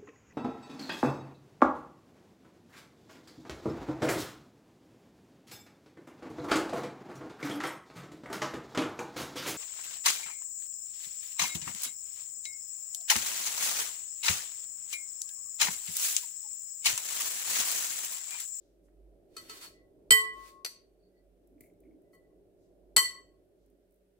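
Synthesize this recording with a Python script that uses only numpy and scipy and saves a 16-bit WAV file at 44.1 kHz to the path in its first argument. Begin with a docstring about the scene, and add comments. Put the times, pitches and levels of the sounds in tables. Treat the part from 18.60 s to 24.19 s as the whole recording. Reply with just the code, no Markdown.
"""A low appliance drone over microphone hiss and a soft rustle open the scene in a small kitchen.
Then a spoon taps and scrapes a hand-held glass bowl: each tap rings the split twin modes of bowl and spoon,
with a noise crack, a low thump and a bounce; each scrape is grainy noise that wakes the same modes.
Soft curds go into a glass dish: crumbs tick as bright noise bursts, clumps land as a hollow resonant pat.
A finger rubs single modes into humming, handling rumbles low, and a short reverb holds the close sounds."""
import sys
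import numpy as np
from scipy import signal
from scipy.fft import rfft, irfft, next_fast_len
from scipy.io import wavfile

SR = 44100
rng = np.random.default_rng(int(sys.argv[2]) if len(sys.argv) > 2 else 0)


def bounce(signal):
    """Save signal as a 16-bit WAV file at the path given by the first command-line argument."""
    frames = np.transpose(np.atleast_2d(signal))
    limited = np.clip(frames, -1, 1)
    pcm = np.round(limited * 32767).astype(np.int16)
    wavfile.write(sys.argv[1], SR, pcm)


N = 246633

# microphone hiss colour: (frequency [Hz], relative level [dB])
HISS_TONE = [(530, -31), (900, -13.5), (1450, -5), (4490, -11.5), (7300, -13.5), (8250, -10), (15200, -12),
             (16500, -27)]
HISS_DB = -85
# likeness of the two channels of wide noise: (frequency [Hz], likeness [1 same, -1 opposite, clipped there])
LIKENESS = [(60, 0.19), (130, 0.95), (290, 0.75), (640, 0.69), (1410, -0.38), (3100, -1.6), (6820, -1),
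            (15000, -0.13)]

# appliance level over time: (time [s], rush level [dB], mains level [dB])
DRONE_LEVELS = [(0.0, -68.5, -76), (0.23, -68.5, -60), (0.84, -60, -79), (1.18, -63.5, -77.5),
                (1.6, -61, -68), (2.18, -67.5, -80), (2.74, -68.5, -72.5), (3.07, -63, -68),
                (3.28, -63, -74), (3.72, -63.5, -78), (3.91, -65, -75), (4.36, -62, -71),
                (4.72, -65.5, -81), (5.59, -75, -74)]
# colour of the rush: (frequency [Hz], relative level [dB])
DRONE_TONE = [(12, -41), (20, -12), (38, -8), (60, -5.5), (76, -17), (97, -6), (152, -15), (181, -5.5),
              (205, -17), (254, -7), (369, 1), (508, -9.5), (607, -5.5), (898, -29.5), (1400, -41.5),
              (1820, -72), (3080, -120)]
# wavering motor tones: (frequency [Hz], width [Hz], level [dB])
MOTOR_TONES = [(188.4, 4, -83), (404.1, 9.2, -76), (566, 8, -81)]
MAINS_HZ, MAINS_WAVER_DB = 48.8, 4.5
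# short low swells as bowl and dish are handled: (centre time [s], length [s], level [dB])
HANDLING = [(.1, 0.44, -75), (0.92, 0.22, -71), (1.461, .15, -74), (2.98, 0.12, -62), (3.334, 0.13, -58.5),
            (5.155, 0.1, -69)]
LOW_PAN_DB = -1.5   # left over right, for rush, motor tones and handling

KITCHEN_T60_S, KITCHEN_DB = 0.33, -19   # decay time in the bass
WALL_CUT_HZ = 14000   # here the decay is shorter by the square root of two

# soft rustles of sleeve and crumbs: (centre time [s], length [s], level [dB], middle of band [Hz])
RUSTLES = [(0.016, 0.16, -81.5, 5560), (0.287, 0.0096, -78, 1560), (0.257, .03, -80, 8550),
           (3.042, 0.053, -74, 11000), (3.546, 0.026, -71, 10830), (4.041, 0.078, -85, 6030),
           (5.032, 0.096, -90, 5154)]
# loudest sticky crumbs parting: (time [s], burst level before filtering [dB])
TICKS = [(2.8727, -62), (3.0075, -45), (3.0444, -71), (3.07, -78), (3.1356, -74), (3.2033, -63),
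         (3.4192, -69), (5.0611, -69), (5.1011, -69), (5.3082, -68.5), (5.322, -68), (5.342, -68.5),
         (5.3581, -72)]
# span in which faint ticks fall at random: (earliest [s], latest [s])
FAINT_TICKS_S = (2.4, 5.5)
FAINT_TICK_DB = -83.5
# loudest clumps landing in the dish: (time [s], burst level before filtering [dB])
PATS = [(2.9794, -56), (3.0071, -39.5), (3.0594, -47), (3.0944, -68), (3.1444, -72), (3.2344, -51.5),
        (3.2505, -52), (3.3094, -56)]
TRAIL_DB = -5   # the smaller clump after each pat
DISH_HZ, DISH_WIDTH_HZ = 2170, 250

# finger rubs on the bowl: (centre time [s], length [s], mode [Hz], width [Hz], level [dB])
RUBS = [(1.19, .08, 1978, 6, -73), (2.44, 0.07, 4480, 120, -84), (2.575, 0.04, 4450, 120, -86),
        (2.57, .05, 1978, 30, -86), (3.47, 0.05, 1975, 10, -89)]
# spoon strokes over the glass: (full pressure from [s], gathering time [s], hold [s], hiss level [dB])
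SCRAPES = [(0.785, 0.032, 0.08, -62.5), (0.894, 0.0082, 0.086, -54), (1.014, 0.0064, 0.035, -50),
           (1.873, 0.1, 0.016, -60)]
# colour of the scrape: (frequency [Hz], relative level [dB])
SCRAPE_TONE = [(410, -45), (700, -9), (922, -8.5), (1060, -3.5), (1180, -8), (1300, -5.5), (2130, -3),
               (4380, -4), (16000, -10)]
SCRAPE_FADE_S, GRAIN_DB = 0.022, 2.5   # GRAIN_DB: spread of the catches

# second contact of the spoon on the glass: (delay on the left [s], delay on the right [s])
BOUNCE_S = (.01267, .01365)
BOUNCE_DB = -4.5
# mode pitches of bowl and of spoon: (frequency [Hz])
BOWL_HZ = [434, 1088, 1973, 3077, 4369, 4402, 4549, 4980, 5905, 5950, 6966, 7605, 7709, 7958, 8058, 8795,
           9014, 9512, 10011, 11510, 13330, 13880, 14834, 15487]
SPOON_HZ = [1310, 2180, 2500, 3655, 4188, 4657, 8473, 10700, 11640]
# modes in pitch order: (free t60 [s], twin beat [Hz], struck on rim [dB], on wall [dB], on foot [dB],
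# inside [dB], left over right [dB])
BOWL_MODES = [(0.7, 1.3, -33.5, -40.5, -53, -53, 16.5), (1.2, 5.5, -35.5, -38, -80, -61.5, 9.5),
              (0.36, 7, -16.5, -27, -56.5, -54.5, -4), (0.3, -2, -15, -24.5, -76, -52.5, -3.5),
              (0.07, 8.2, -14.5, -12, -39, -36.5, 10), (0.3, 34, -28.5, -23.5, -44.5, -46.5, 3),
              (0.07, 17, -27, -22, -34, -41.5, 2), (0.082, 14, -26, -36, -48, -51.5, 3.5),
              (0.26, 27, -52, -33.5, -111, -56.5, 1), (0.083, 26, -37, -25, -37, -43, 7),
              (0.075, 21, -26.5, -30, -60, -50, -2), (0.13, 23, -20, -16.5, -63, -49, 3),
              (0.14, 26, -27.5, -17, -56, -53, 5), (0.077, 75, -8.5, -14.5, -46, -45, 7.5),
              (0.02, 81, -5.5, -13, -34, -42, 4.5), (0.07, 50, -17, -33.5, -52, -41.5, -0.5),
              (0.039, 22, -17, -14.5, -43, -58.5, -5.5), (0.11, 13, -18.5, -27, -71, -65.5, 8.5),
              (0.053, 58, -19.5, -15.5, -66, -49.5, 3), (0.21, 60, -23.5, -31, -89, -55.5, 10.5),
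              (0.07, 78, -20.5, -32, -35, -59, 8), (0.16, 45, -22, -26, -52, -62.5, 6.5),
              (0.064, 3, -12, -35.5, -49, -73.5, 2), (0.079, 13, -12, -32, -41, -67, 3)]
SPOON_MODES = [(0.15, 6.7, -44, -34.5, -71, -42, -9.5), (0.07, 8.2, -46.5, -35.5, -47.5, -85.5, 2.5),
               (0.072, 9.5, -55.5, -43, -77, -49, -1), (0.044, 5.6, -50, -35.5, -84, -44.5, 4.5),
               (0.07, 11, -35, -24, -40.5, -45.5, 4), (0.0688, 18, -40, -33, -37, -54.5, 4),
               (0.076, 21, -16.5, -18, -41, -46.5, 5.5), (0.14, 36, -22.5, -35.5, -50, -59, 1.5),
               (0.07, 30.53, -25, -19, -35, -60, 9)]
# the striking places, in the order of the level columns above
SPOTS = ["rim", "wall", "foot", "inside"]
# taps: (time [s], spot, strength [dB], twin share [-1 to 1, by where round the bowl it is struck],
# finger damping at 1 kHz [1/s], rise [ms], contact [ms], crack level [dB], thump level [dB])
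TAPS = [(0.765, "inside", -4, 0.66, 33, 3.2, 0.061, -33, -90),
        (0.895, "inside", -6, .47, 1.6, 4.2, 0.075, -31, -96.5),
        (1.018, "inside", -6.5, -0.26, 63, 10.5, 0.044, -51, -87.5),
        (1.0450, "inside", -16.5, .47, 2.5, 11, 0.16, -44, -83),
        (1.5062, "rim", -1, -0.27, 0.32, 0.79, 0.07, -11.5, -41.5),
        (2.047, "foot", 0.5, 0.61, 60, 0.67, 0.08, -25.5, -80),
        (3.005, "foot", -45, .47, 130, 2.03, .04, -61, -64.5),
        (3.531, "wall", -36, 0.76, 15, 2.4, 0.44, -60, -98),
        (4.3632, "wall", -2, 0.78, 11.8, 3.23, 0.063, -7, -47.5)]
# how rings reach left and right: (frequency [Hz], left lead [rad], twin level [dB], twin left over right [dB])
FACING = [(441.8, 0.33, -1.5, 6.5), (1079.6, 1.5, -4, 11.5), (1973, 2.39, 5.5, -1.5), (3077, 0.9, -6, 2),
          (4400, 0.85, -2, -3), (8000, 1, -1, -3), (15400, 4, 0, -5)]
# the table swelling and dying under the thump: (frequency [Hz], time to peak [s], relative level [dB])
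TABLE_THUMP = [(55, .012, -4), (127.97, .009, -1), (254, .007, -4)]
TWIN_LEAD, TWIN_LASTS = -1.8, 1.35   # radians added to the lead, and multiple of t60
STILLING = 0.15   # share of the next tap's grip that damps what still rings

CUTOFF_HZ = 16900


def amp(db):
    """Gain for a level in dB."""
    return 10 ** (np.asarray(db) / 20)


def rms_one(x):
    """Scale a signal to rms 1."""
    return x / np.sqrt(np.mean(x ** 2) + 1e-20)


def curve(rows, column=1):
    """Gain along a dB column of a table in time."""
    times, levels_db = np.array(rows).T[[0, column]]
    return amp(np.interp(np.arange(N) / SR, times, levels_db))


def bump(s, length):
    """A smooth swell centred at s seconds."""
    return np.exp(-.5 * ((np.arange(N) / SR - s) / (length / 2)) ** 2)


def at_hz(points, hz, column=1):
    """Read a table column at given frequencies, along a logarithmic pitch scale."""
    points = np.array(points)
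    return np.interp(np.log(np.maximum(hz, 1)), np.log(points[:, 0]), points[:, column])


def coloured(x, spectrum):
    """Shape a stereo signal by (frequency [Hz], level [dB]) points; rms 1."""
    gain = amp(at_hz(spectrum, np.fft.rfftfreq(N, 1 / SR)))
    return rms_one(irfft(rfft(x) * gain, N))


def stereo_noise():
    """White noise whose channels agree most in the low range and oppose each other in the treble."""
    mid, side = rfft(rng.standard_normal((2, N)))
    alike = np.clip(at_hz(LIKENESS, np.fft.rfftfreq(N, 1 / SR)), -1, 1)
    return irfft(np.sqrt(1 + alike) * mid + np.sqrt(1 - alike) * side * [[1], [-1]], N)


def resonate(x, hz, width_hz):
    """A two-pole resonance: the narrower it is, the longer it rings."""
    r = np.exp(-np.pi * width_hz / SR)
    feedback = [1, -2 * r * np.cos(2 * np.pi * hz / SR), r * r]
    return signal.lfilter([(1 - r * r) / 2, 0, (r * r - 1) / 2], feedback, x + 1e-18)


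def band(x, low_hz, high_hz):
    """Keep the band between two frequencies."""
    sos = signal.butter(2, [low_hz, min(high_hz, .45 * SR)], "band", fs=SR, output="sos")
    return signal.sosfilt(sos, x + 1e-18)


def add(out, x, s):
    """Mix a sound in at s seconds."""
    at = round(s * SR)
    out[..., at:at + x.shape[-1]] += x[..., :N - at]


def low_pan(x):
    """Lean a stereo signal to one side."""
    return x * amp(LOW_PAN_DB * np.array([[.5], [-.5]]))


def microphone_hiss():
    """Steady coloured noise, independent on each side."""
    return amp(HISS_DB) * coloured(rng.standard_normal((2, N)), HISS_TONE)


def appliance():
    """A low rushing drone, wavering motor tones from narrow noise, and a wavering mains hum."""
    tones = sum(amp(db) * rms_one(resonate(stereo_noise(), hz, width_hz)) for hz, width_hz, db in MOTOR_TONES)
    rush = curve(DRONE_LEVELS) * coloured(stereo_noise(), DRONE_TONE)
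    waver = amp(MAINS_WAVER_DB * signal.resample(rng.standard_normal(40), N))
    mains = np.sqrt(2) * np.sin(2 * np.pi * MAINS_HZ * np.arange(N) / SR)
    mains = curve(DRONE_LEVELS, column=2) * waver * mains * amp([[-2], [2]])
    return low_pan(rush + tones) + mains


def kitchen(x):
    """Twelve feedback delays a side, duller on every round and smeared by allpasses."""
    size = next_fast_len(N + SR)
    hz = np.fft.rfftfreq(size, 1 / SR)
    t60 = KITCHEN_T60_S / (1 + (hz / WALL_CUT_HZ) ** 2) ** .5
    echo = np.zeros((2, len(hz)), complex)
    for k, lag in enumerate(np.geomspace(.0071, .0337, num=24)):
        loop = amp(-60 * lag / t60) * np.exp(-2j * np.pi * hz * lag)
        echo[k % 2] += loop / (1 - loop) * (-1) ** (k // 2)
    for lag in (.0013, .0031, .0047):
        turn = np.exp(-2j * np.pi * hz * lag)
        echo *= (turn - .6) / (1 - .6 * turn)
    apart = 1 / (1 + (700 / (hz + 1)) ** 2)   # long waves reach both sides alike
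    echo = echo.mean(0) + apart * (echo - echo.mean(0))
    echo *= hz / (hz + 250)   # thin doors let the deepest sound escape
    return irfft(rfft(x, size) * amp(KITCHEN_DB) * echo, size)[:, :N]


def handling_rumble():
    """Short low swells of noise around 300 Hz as bowl and dish are handled."""
    swells = sum(amp(db) * bump(s, length) for s, length, db in HANDLING)
    return low_pan(swells * rms_one(band(band(stereo_noise(), 240, 360), 240, 360)))


def rustles():
    """Soft swells of noise about an octave wide."""
    return sum(amp(db) * bump(s, length) * rms_one(band(rng.standard_normal((2, N)), hz / 1.6, hz * 1.38))
               for s, length, db, hz in RUSTLES)


def curds(tick_s=0.0043, pat_s=0.007):
    """Decaying noise bursts: bright ticks of crumbs, and soft pats that sound the hollow of the dish."""
    ticks, pats = np.zeros((2, N)), np.zeros((2, N))
    t = np.arange(SR // 20) / SR
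    # faint ticks come at random while the curds are worked
    faint = [(rng.uniform(*FAINT_TICKS_S), FAINT_TICK_DB + rng.normal(0, 2)) for _ in range(12)]
    for s, db in TICKS + faint:
        add(ticks, amp(db) * rng.standard_normal((2, len(t))) * np.exp(-t / tick_s), s)
    # each clump is trailed by a smaller one
    trailing = [(s + rng.uniform(.01131, .0416), db + TRAIL_DB) for s, db in PATS]
    for s, db in PATS + trailing:
        add(pats, amp(db) * rng.standard_normal(len(t)) * np.exp(-t / pat_s), s)
    bright = band(band(ticks, 7300, 20000), 7300, 20000)
    hollow = resonate(resonate(pats, DISH_HZ, 340), DISH_HZ, DISH_WIDTH_HZ)
    return bright + hollow


def rubs():
    """A sliding finger sets one mode humming: friction noise through a narrow resonance."""
    out = np.zeros((2, N))
    for s, length, hz, width_hz, db in RUBS:
        hum = resonate(resonate(rng.standard_normal((2, N)), hz, width_hz), hz, 360)
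        out += amp(db) * bump(s, length) * rms_one(hum)
    return out


def stroke(s, gather_s, length):
    """Pressure gathers, holds and fades."""
    t = np.arange(N) / SR - s
    return np.exp(np.minimum(t / gather_s, 0) - np.maximum(t - length, 0) / SCRAPE_FADE_S)


def scrapes(ring_db=-8):
    """Dense tiny catches of steel on glass: a hiss that also wakes the modes."""
    catches = rng.standard_normal((2, N)) * amp(GRAIN_DB * rng.exponential(1, N))
    pressure = sum(amp(db) * stroke(s, gather_s, length) for s, gather_s, length, db in SCRAPES)
    hiss = coloured(catches, SCRAPE_TONE) * pressure
    inside_db = np.transpose(BOWL_MODES + SPOON_MODES)[2 + SPOTS.index("inside")]
    modes = sum(resonate(hiss, hz, 35) * amp(db - inside_db.mean())
                for hz, db in zip(BOWL_HZ + SPOON_HZ, inside_db))
    return hiss + amp(ring_db) * modes


def spoon_bounce(x):
    """A second contact of the spoon: the glass sound repeats about 13 ms later, softer."""
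    repeats = [np.pad(side, (round(s * SR), 0))[:N] for side, s in zip(x, BOUNCE_S)]
    return amp(BOUNCE_DB) * np.array(repeats)


def table_thump(t):
    """Low tones of the table, each swelling to its peak and dying away."""
    return sum(amp(db) * (t / peak_s * np.exp(1 - t / peak_s)) ** 2 * np.sin(2 * np.pi * hz * t)
               for hz, peak_s, db in TABLE_THUMP)


def taps(flutter_db=0.5673, crack_s=0.0047):
    """A round bowl rings in slightly split twins that beat and face different ways."""
    hz = np.array(BOWL_HZ + SPOON_HZ)
    t60, beat, *spot_db, pan_db = np.transpose(BOWL_MODES + SPOON_MODES)
    sign = (-1) ** np.arange(len(hz))   # neighbouring modes start in opposite directions
    out, t = np.zeros((2, N)), np.arange(SR) / SR
    twin_gain, twin_pan_db = amp(at_hz(FACING, hz, column=2)), at_hz(FACING, hz, column=3)
    thump = table_thump(t)
    for tap, after in zip(TAPS, TAPS[1:] + TAPS[-1:]):
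        s, spot, db, twin, grip, rise_ms, contact_ms, crack_db, thump_db = tap
        # fingers damp the low modes most; the grip of the next tap also stills what is left ringing
        since_next = np.maximum(t - (after[0] - s), 0) * (after[0] > s)
        gripped = abs(grip) * t + STILLING * abs(after[4]) * since_next
        held = np.exp(-np.outer(1000 / hz, gripped))
        # a half-sine push: long contacts miss the high modes
        cycles = hz * contact_ms / 1000
        soft = sign * np.pi / 4 * (np.sinc(.5 + cycles) + np.sinc(.5 - cycles))
        rise = 1 - np.exp(-t * 1000 / rise_ms)
        # the tighter the grip, up to a limit, the more each ring flutters as the fingers shift
        shifts = signal.resample(rng.standard_normal((len(hz), 110)), SR, axis=1) * (1 - np.exp(-t / .03))
        flutter = held * amp(flutter_db * min(abs(grip), 15) * shifts)
        first = (hz, 1, pan_db, 1, 0)
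        second = (hz + beat, twin * twin_gain, twin_pan_db, TWIN_LASTS, TWIN_LEAD)
        for pitch, share, side_db, lasts, lead in (first, second):
            ring = np.exp(np.outer(2j * np.pi * pitch - np.log(1000) / (t60 * lasts), t)) * flutter
            level = share * soft * amp(spot_db[SPOTS.index(spot)] + db + np.outer([.5, -.5], side_db))
            turn = np.exp(1j * np.outer([.5, -.5], at_hz(FACING, hz) + lead))
            add(out, ((level * turn) @ ring).imag * rise, s)
        burst = rng.standard_normal((2, SR)) * rise * np.exp(-t / crack_s)
        crack = band(burst, 550, min(800 / contact_ms, 15000))   # shorter contacts crack brighter
        add(out, amp(crack_db) * crack + amp(thump_db) * thump * amp([[5.5], [-5.5]]), s)
    return out


def scene():
    """Close sounds, the spoon bounce and the reverb, over handling, appliance and hiss."""
    glass = taps() + scrapes() + rubs()
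    near = glass + curds() + rustles()
    background = appliance() + handling_rumble() + microphone_hiss()
    return near + spoon_bounce(glass) + kitchen(near) + background


def record(dry):
    """The highest peaks are rounded, the top is cut steeply."""
    rounded = dry / (1 + (dry / .93) ** 6) ** (1 / 6)
    return signal.sosfilt(signal.cheby2(12, 60, CUTOFF_HZ, fs=SR, output="sos"), rounded)


dry = scene()
out = record(dry)
bounce(out)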